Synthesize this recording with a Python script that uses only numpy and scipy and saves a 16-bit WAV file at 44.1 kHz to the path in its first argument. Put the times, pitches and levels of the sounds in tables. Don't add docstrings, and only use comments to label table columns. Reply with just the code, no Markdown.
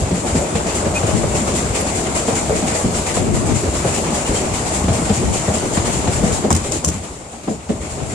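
import sys
import numpy as np
from scipy import signal
from scipy.fft import rfft, irfft, next_fast_len
from scipy.io import wavfile
from scipy.ndimage import uniform_filter1d, minimum_filter1d, map_coordinates

SR = 44100
rng = np.random.default_rng(int(sys.argv[2]) if len(sys.argv) > 2 else 0)


def pcm_store(signal):
    levels = np.round(np.clip(np.atleast_2d(signal), -1, 1) * 32767)
    wavfile.write(sys.argv[1], SR, levels.astype(np.int16).T)


N = 358974
TIME = np.arange(N) / SR


# (start [s], accent of each of the four beats [dB])
WHEEL_TURNS = [(-0.08, -1, 0, -2, -0.5), (0.324, -1, -2, -3, -1.5), (0.72, -1, -3, -0.5, -2),
               (1.126, -6.5, -7, 0, -3), (1.524, -0.5, -3, 1.5, -3.5), (1.926, -2, -1.5, 1.5, -3.5),
               (2.325, -0.5, -6, -1.5, -1.5), (2.72, -0.5, -3.5, 0.5, -1), (3.116, 0, -4, 1.5, -2.5),
               (3.52, -1, -4, -1, -3), (3.914, -2, -2.5, -0.5, -3.5), (4.313, -1.5, -1, 0.5, -2),
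               (4.707, -1, -12, -1, -4), (5.108, -2.5, -10, 1, -6.5), (5.508, -2.5, -11, -2, -1.5),
               (5.898, -3.5, -4, -2, -2.5), (6.295, -2, -2, 2.5, -1.0), (6.691, 1.5, -12, 1, -1.5),
               (7.088, -6, -6, -2.5, -3), (7.467, 0.5, 1.5, -1.5, -2.5), (7.87, -3, 0, -1.5, 0.0)]
# (start [turns], rush level [dB], hiss level [dB])
EXHAUST_BEATS = [(0.034, 1.5, -2.5), (.28, -1, -33.5), (0.529, 1, -5), (0.83, 3, -4.5)]
# (time [s], level [dB])
STEAM_LEVEL = [(0, -30.5), (1.4, -27.5), (3.1, -27.5), (3.3, -31), (3.9, -26.5), (4.7, -28), (5.9, -27),
               (6.8, -28), (7.4, -27), (8.14, -30)]
# (frequency [Hz], level [dB])
RUSH_SPECTRUM = [(300, 5), (700, 4.5), (1200, 3.5), (1650, -3), (2100, 1.5), (2700, -1.5), (3500, -7),
                 (4500, -12.5), (6000, -16), (10000, -69)]
HISS_SPECTRUM = [(1500, -13), (3000, -4.5), (4500, -0.5), (6000, -3.5), (7300, 0), (8500, -0.5),
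                 (10000, -2), (11500, -4), (12400, -13.5), (13300, -38), (14500, -46)]

def steam(turn_s=0.398, rise_s=0.015, fall_s=0.065, hiss_accent=1.13):
    turn_starts, *accents_db = np.transpose(WHEEL_TURNS)
    rush_power, hiss_power = amp(-5) ** 2, amp(-11) ** 2
    for (phase, rush_db, hiss_db), accent_db in zip(EXHAUST_BEATS, accents_db):
        starts = turn_starts + phase * turn_s
        turn = np.maximum(np.searchsorted(starts, TIME) - 1, 0)
        age = np.maximum(TIME - starts[turn], 0)
        puff = (1 - np.exp(-(age / rise_s) ** 2)) * np.exp(-(age / fall_s) ** 2 / 2)
        puff /= puff.max()
        rush_power += (puff * amp(rush_db - 1 + accent_db[turn])) ** 2
        hiss_power += (puff * amp(hiss_db - 1.5 + hiss_accent * accent_db[turn])) ** 2
    gain = exposure() * amp(curve(STEAM_LEVEL) + 0.46 * wobble(120))
    rush = np.sqrt(rush_power) * patchy_noise(RUSH_SPECTRUM, patchy_db=1.5)
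    hiss = np.sqrt(hiss_power) * patchy_noise(HISS_SPECTRUM, patchy_db=1)
    return gain * (rush + hiss)


# (time [s], level [dB], boom trim [dB], clang trim [dB], hardness [0-1],
# knock pitch [Hz], clang pitch [Hz])
WHEEL_IMPACTS = [(0.008, -28, 21.5, -7, 0.4, 200, 440), (0.108, -9, -1.5, -9, 0.53, 188, 402),
                 (0.355, -10.5, -20, -1.5, 0.5, 197, 450), (0.553, -10, 0.5, 1.5, 0.9, 173, 460),
                 (0.671, -20.5, 5, 10, .6, 206, 450), (0.856, -12.5, 1.5, 5, 0.55, 185, 402),
                 (1.031, -13, 5.5, 4.5, 0.65, 180, 452), (1.076, -19, -6, 9, 0.5, 205, 450),
                 (1.132, -15, -10, -3, 0.3, 215, 430), (1.166, -16, 1, -1, .45, 170, 440),
                 (1.234, -16.5, 4, 10.5, 0.47, 206, 433), (1.335, -20, -1, 6, 0.5, 180, 437),
                 (1.38, -13.5, -12, -8, 0.4, 213, 440), (1.473, -19, -16, 8.5, 0.3, 206, 432),
                 (2.281, -11, -14, 5.5, 0.6, 220, 458), (2.323, -15, 4, -11, 0.4, 203, 437),
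                 (2.493, -14, -15, 10, 0.4, 177, 435), (2.625, -11, -16, -3, 0.56, 220, 483),
                 (2.841, -7.5, -3, -6, 0.2, 210, 435), (3.169, -12, 0, 4.5, 0.85, 168, 500),
                 (3.238, -18, -8, 1.5, 0.44, 220, 419), (3.266, -12.5, -10, -6, 0.4, 227, 436),
                 (3.326, -19, -2, -15, 0.4, 185, 440), (3.358, -18, -5, -1, 0.26, 215, 400),
                 (3.452, -17.5, 3, -4, 0.5, 180, 444), (3.489, -14, -4, 1, 0.7, 215, 450),
                 (3.528, -17, 6, -13, 0.3, 188, 443), (3.634, -17.5, 3, 6.5, 0.5, 236, 408),
                 (3.733, -19, -3, -6, 0.5, 215, 437), (3.843, -12.5, 0, 8, 0.3, 172, 395),
                 (4.077, -13, -15, -3, 0.3, 200, 400), (4.29, -13.5, 0, -2, 0.67, 221, 390),
                 (4.508, -20.5, 9.5, -5, .6, 206, 440), (4.839, -10, -2, -7, 0.6, 181, 436),
                 (4.883, -11, 1.5, 3, 0.79, 180, 468), (4.902, -15, 7, -3, 0.55, 172, 440),
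                 (4.937, -17, 2, 0, .45, 210, 437), (5.095, -4.5, -3, -5.5, 0.6, 204, 454),
                 (5.177, -19, 8, -5, 0.5, 190, 440), (5.475, -14.5, 3, 8, 0.3, 190, 440),
                 (5.535, -18.5, -2, 5, 0.6, 207, 443), (5.771, -8, -2, -2, 0.77, 167, 692),
                 (6.075, -10, 1.5, -0.5, 0.82, 169, 512), (6.183, -21.5, 6, -4, 0.6, 170, 436),
                 (6.23, -4.5, -10, -6.5, 0.18, 217, 470), (6.308, -17, -7, 6, 0.6, 206, 434),
                 (6.441, -8.5, -11, 4.5, 0.33, 214, 407), (7.475, -10.5, -14, -0.5, 0.3, 212, 442),
                 (7.691, -7, -16, -1, 0.36, 203, 432)]
# (frequency [Hz], bandwidth [Hz], level [dB])
FLOOR_MODES = [(60, 34, -4), (90.7, 31, 6.5), (119, 43, 0.5)]
STEEL_MODES = [(1780, 180, -2), (2040, 450, -4.5), (2260, 260, 1.5), (2900, 2800, -7.5)]
# (frequency over pitch [ratio], bandwidth [Hz], level [dB])
KNOCK_MODES = [(.726, 21, -8), (1, 35.6, 0.5), (1.51, 114, -15.5)]
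CLANG_MODES = [(1, 24, 3.5), (1.24, 40, -1.5), (1.4, 49.5, -0.5), (1.69, 98, -3.5), (2.5, 820, -14)]

def rail_joints(screening_hz=5500):
    mix = np.zeros((2, N))
    for start, level_db, boom_db, clang_db, hardness, knock_hz, clang_hz in WHEEL_IMPACTS:
        force = wheel_force(hardness)
        boom = amp(boom_db - 10.5) * struck(blow(0.0023, 0.12, hardness), FLOOR_MODES)
        knock = amp(-8) * struck(force, pitched(KNOCK_MODES, knock_hz))
        clang = amp(clang_db - 12.5) * struck(force, pitched(CLANG_MODES, clang_hz))
        steel = amp(23 * hardness - 39) * struck(blow(0.00067, 0.2, 0.19 * hardness), STEEL_MODES)
        add(mix, start, amp(level_db) * (boom + knock + clang + steel))
    return filtered(mix, lambda hz: 1 / (1 + (hz / screening_hz) ** 4))


def wheel_force(hardness, rebound_s=0.027, hard_contact_hz=1220):
    attack_s = 0.00027 + 0.005 * (1 - hardness) ** 2
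    landing = blow(attack_s, t60_s=0.1, hardness=hardness ** 1.26)
    rebound = amp(-8) * blow(attack_s, t60_s=0.11)
    bogie_rattle = amp(-8) * blow(attack_s=0.022, t60_s=0.42)
    force = landing + bogie_rattle
    add(force, rebound_s, rebound)
    cutoff_hz = hard_contact_hz * max(hardness, 0.1)
    return filtered(force, lambda hz: 1 / (1 + 1j * hz / cutoff_hz))


# (time [s], level [dB], frame trim [dB], thud trim [dB],
# click's left over right [dB], catch trim [dB])
WINDOW_IMPACTS = [(6.5045, -5, 2.5, -1, -1, -12), (6.512, -6, -4, 7, -3, -3), (6.5165, -12, -10, 6, 0, -3),
                  (6.5268, -2, -24, -4.5, -11, -12), (6.5501, -6, -24, -5, -6, -6),
                  (6.564, -8.5, -22, -1.5, -1, -4), (6.5707, -16, -18, -1, -1, -4),
                  (6.7204, -7.5, -20, -29, 3, -1), (6.8421, -21, 11, -8, 1, -20),
                  (6.8467, 6, -18, -12, -2, 6), (6.8528, 2, -18, -10, 0, -2), (6.86, -1, -18, -5, -3, 4),
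                  (6.8875, -12, -15, 0.5, -8, -6), (6.901, -18, -16, -4, 1, -4),
                  (6.942, -22, -5, 8, -2, -3)]
# (frequency [Hz], level [dB])
CLICK_SPECTRUM = [(800, -9), (3000, 1), (4300, -3), (5500, 5.5), (7500, 5.5), (8700, 3), (10000, -1),
                  (14000, -4), (15300, -22)]
# (frequency [Hz], bandwidth [Hz], level [dB])
CATCH_MODES = [(6170, 170, 3), (6980, 200, 6), (7570, 240, -5)]
FRAME_MODES = [(340, 120, -2), (600, 130, 1), (1050, 130, 3), (2220, 1500, -23)]
WALL_MODES = [(83.6, 9.9, 5.5), (203, 80, -5)]

def window_clacks():
    mix = np.zeros((2, N))
    for start, level_db, frame_db, thud_db, pan_db, catch_db in WINDOW_IMPACTS:
        crack = blow(attack_s=0.0005, t60_s=0.018, hardness=0.25)
        contact = crack + amp(-11) * blow(attack_s=0.003, t60_s=0.09)
        click = amp(-18.5) * unit_burst(coloured(contact, CLICK_SPECTRUM), span=130)
        click *= amp([[pan_db / 2], [-pan_db / 2]])
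        catch = amp(catch_db - 32) * struck(crack, CATCH_MODES, span=130) * amp([[3], [-7]])
        frame = amp(frame_db - 9) * struck(blow(0.00055, 0.042, 0.37), FRAME_MODES, span=200)
        thud = amp(thud_db - 11.5) * struck(blow(0.0019, 0.14, 0.5), WALL_MODES)
        add(mix, start, amp(level_db) * (click + catch + frame + thud))
    return mix


# (time [s], duration [s], scrape level [dB], groan level [dB])
PANE_SLIDES = [(6.65, 0.023, -54, -26), (6.732, 0.039, -42, -26.5), (6.853, 0.04, -32, -27)]
# (frequency [Hz], bandwidth [Hz], level [dB])
GROAN_MODES = [(310, 36, -1), (600, 170, -10)]

def window_slide():
    scrape = sum(amp(db) * gate(start, hold, 0.005, 0.012) for start, hold, db, _ in PANE_SLIDES)
    groan = sum(amp(db) * gate(start, hold, 0.005, 0.01) for start, hold, _, db in PANE_SLIDES)
    rubbing = amp(2.6 * wobble(200)) * stereo_noise(N)
    return scrape * unit(coloured(rubbing, CLICK_SPECTRUM)) + groan * unit(ringing(rubbing, GROAN_MODES))


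# (time [s], frequency [Hz], level [dB])
METAL_SQUEAKS = [(0.945, 2470, -22), (1.565, 2040, -34), (1.741, 2540, -36), (1.788, 10800, -31),
                 (4.245, 2900, -33), (4.34, 3180, -34)]

def squeaks(length_s=0.048, waver=0.013):
    mix = np.zeros((2, N))
    swell = np.hanning(int(length_s * SR))
    for start, hz, db in METAL_SQUEAKS:
        pitch = hz * (1 + waver * wobble(193)[:len(swell)])
        tone = np.sin(2 * np.pi * (np.cumsum(pitch) / SR + rng.random((2, 1))))
        add(mix, start, amp(db) * swell * unit(tone))
    return mix


# (time [s], duration [s], level [dB])
WIND_GUSTS = [(1.155, 0.045, -21.5), (1.3, 0.12, -35), (2.45, 0.22, -36), (3.197, 0.37, -22),
              (3.7, 0.27, -38), (5.264, 0.053, -23), (5.68, 0.85, -32.5), (8.017, 0.034, -27)]
# (frequency [Hz], level [dB])
WIND_SPECTRUM = [(20, -28), (40, -9), (70, -5.5), (120, 3), (220, -6), (350, -6), (600, -30), (1500, -73)]

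def slipstream():
    breeze = amp(-44.5)
    gusts = sum(amp(db) * gate(start, hold, 0.038, 0.046) for start, hold, db in WIND_GUSTS)
    eddies = amp(4 * np.tanh([wobble(50), wobble(50)]))
    pressure = unit(eddies * coloured(rng.standard_normal((2, N)), WIND_SPECTRUM))
    return exposure() * (breeze + gusts) * pressure * amp([[3], [-5]])


# (time [s], level [dB])
TRACK_UNEVENNESS = [(0, -31), (0.3, -32.5), (0.55, -29), (1.1, -33.5), (1.5, -30), (2.05, -35),
                    (2.5, -31.5), (3.4, -35), (3.8, -30), (4.1, -35), (4.95, -28.5), (5.5, -33.5),
                    (6.35, -29.5), (6.6, -29.5), (7.2, -30.5), (8.14, -28)]
# (frequency [Hz], level [dB])
RUMBLE_SPECTRUM = [(18, -32), (30, -43), (45, -15), (60, -4.5), (84, -6), (110, -10.5), (150, -11.5),
                   (260, -35), (600, -78)]
ROAR_SPECTRUM = [(60, -55), (130, -2.5), (220, 2.5), (280, -1.5), (340, 1.5), (450, -1), (520, -3),
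                 (600, -0.5), (760, -3.5), (950, -8.5), (1250, -13.5), (1700, -19.5), (3000, -53)]

def rolling_noise():
    rumble_db = curve(TRACK_UNEVENNESS) + 3.5 + 0.78 * wobble(19)
    rumble = amp(rumble_db) * patchy_noise(RUMBLE_SPECTRUM, patchy_db=2)
    roar_db = -24.5 + 0.75 * wobble(15) + 1.2 * wobble(70)
    roar = amp(roar_db) * patchy_noise(ROAR_SPECTRUM, patchy_db=2)
    return exposure() * (rumble + roar)


# (time [s], level [dB])
OPENNESS = [(0, 0), (6.38, 0), (6.49, -5), (6.6, -3.5), (6.75, -4.5), (6.83, -6), (7.05, -9.5),
            (7.28, -12.5), (7.6, -14), (7.85, -7), (8.14, -3)]

def exposure():
    return amp(curve(OPENNESS))


# (frequency [Hz], correlation [-1 to 1])
CORRELATION = [(60, 0.95), (320, 0.92), (490, 0.74), (740, 0.42), (1130, -0.098), (2600, 0.15),
               (7000, -0.084)]

def stereo_noise(size):
    def weights(hz):
        angle = np.arccos(np.clip(along(CORRELATION, hz), -1, 1)) / 2
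        return np.array([np.cos(angle), np.sin(angle)])
    mid, side = filtered(rng.standard_normal((2, size)), weights)
    return np.array([mid + side, mid - side])


def patchy_noise(spectrum, patchy_db):
    bins = signal.stft(stereo_noise(N), nperseg=512)[2]
    patches = uniform_filter1d(rng.standard_normal(bins.shape[1:]), size=5, axis=0)
    patches = uniform_filter1d(patches, size=10, axis=1)
    noise = signal.istft(bins * amp(patchy_db * unit(patches)), nperseg=512)[1][:, :N]
    return unit(coloured(noise, spectrum))


def blow(attack_s, t60_s, hardness=0):
    t = np.arange(SR // 3) / SR
    shudder = stereo_noise(len(t)) * (1 - np.exp(-t / attack_s)) * amp(-60 * t / t60_s)
    return shudder / np.linalg.norm(shudder[0]) + hardness * (t == 0)


def struck(force, modes, span=600):
    return unit_burst(ringing(force, modes), span)


def ringing(x, modes):
    def response(f):
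        return sum((-1) ** k * amp(db) * 1j * f * width / (hz * hz - f * f + 1j * f * width)
                   for k, (hz, width, db) in enumerate(modes))
    return filtered(x, response)


def pitched(modes, hz):
    return [(ratio * hz, width, db) for ratio, width, db in modes]


def coloured(x, spectrum):
    return filtered(x, lambda hz: amp(along(spectrum, hz)))


def filtered(x, response):
    n = x.shape[-1]
    padded = next_fast_len(n + 8192)
    return irfft(rfft(x, padded) * response(np.fft.rfftfreq(padded, 1 / SR)), padded)[..., :n]


def gate(start, hold, attack_s, release_s):
    return np.exp(-np.maximum(start - TIME, 0) / attack_s - np.maximum(TIME - start - hold, 0) / release_s)


def wobble(rate):
    return map_coordinates(rng.standard_normal(int(N * rate / SR) + 4), [TIME * rate])


def curve(points):
    return np.interp(TIME, *np.transpose(points))


def along(points, hz):
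    knots_hz, values = np.transpose(points)
    return np.interp(np.log(hz + 1), np.log(knots_hz + 1), values)


def amp(db):
    return 10 ** (np.asarray(db) / 20)


def unit(x):
    return x / np.sqrt(np.mean(x ** 2) + 1e-20)


def unit_burst(x, span):
    return x / np.sqrt(uniform_filter1d(np.mean(x ** 2, axis=0), span, mode="constant").max())


def add(mix, start_s, sound):
    part = mix[:, max(round(start_s * SR), 0):][:, :sound.shape[1]]
    part += sound[:, :part.shape[1]]


def scene():
    return (rolling_noise() + steam() + rail_joints() + squeaks()
            + window_clacks() + window_slide() + slipstream())


def limited(x, threshold_db=-0.5, hold_s=0.02, ahead=64):
    needed = np.minimum(1, amp(threshold_db) / (np.abs(x).max(axis=0) + 1e-9))
    span = int(hold_s * SR) + 2 * ahead
    held = minimum_filter1d(needed, span, origin=span // 2 - ahead)
    return x * uniform_filter1d(held, 2 * ahead)


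# (frequency [Hz], bandwidth [Hz], gain [dB])
PORT_MODES = [(7190, 1096, 2), (8190, 2000, 0.46)]

def record(dry, top_hz=15300):
    def ports(f):
        return np.array([amp(db) * hz * hz / (hz * hz - f * f + 1j * f * width)
                         for hz, width, db in PORT_MODES])
    return filtered(limited(filtered(dry, ports)), lambda hz: hz < top_hz)


dry = scene()
out = record(dry)
pcm_store(out)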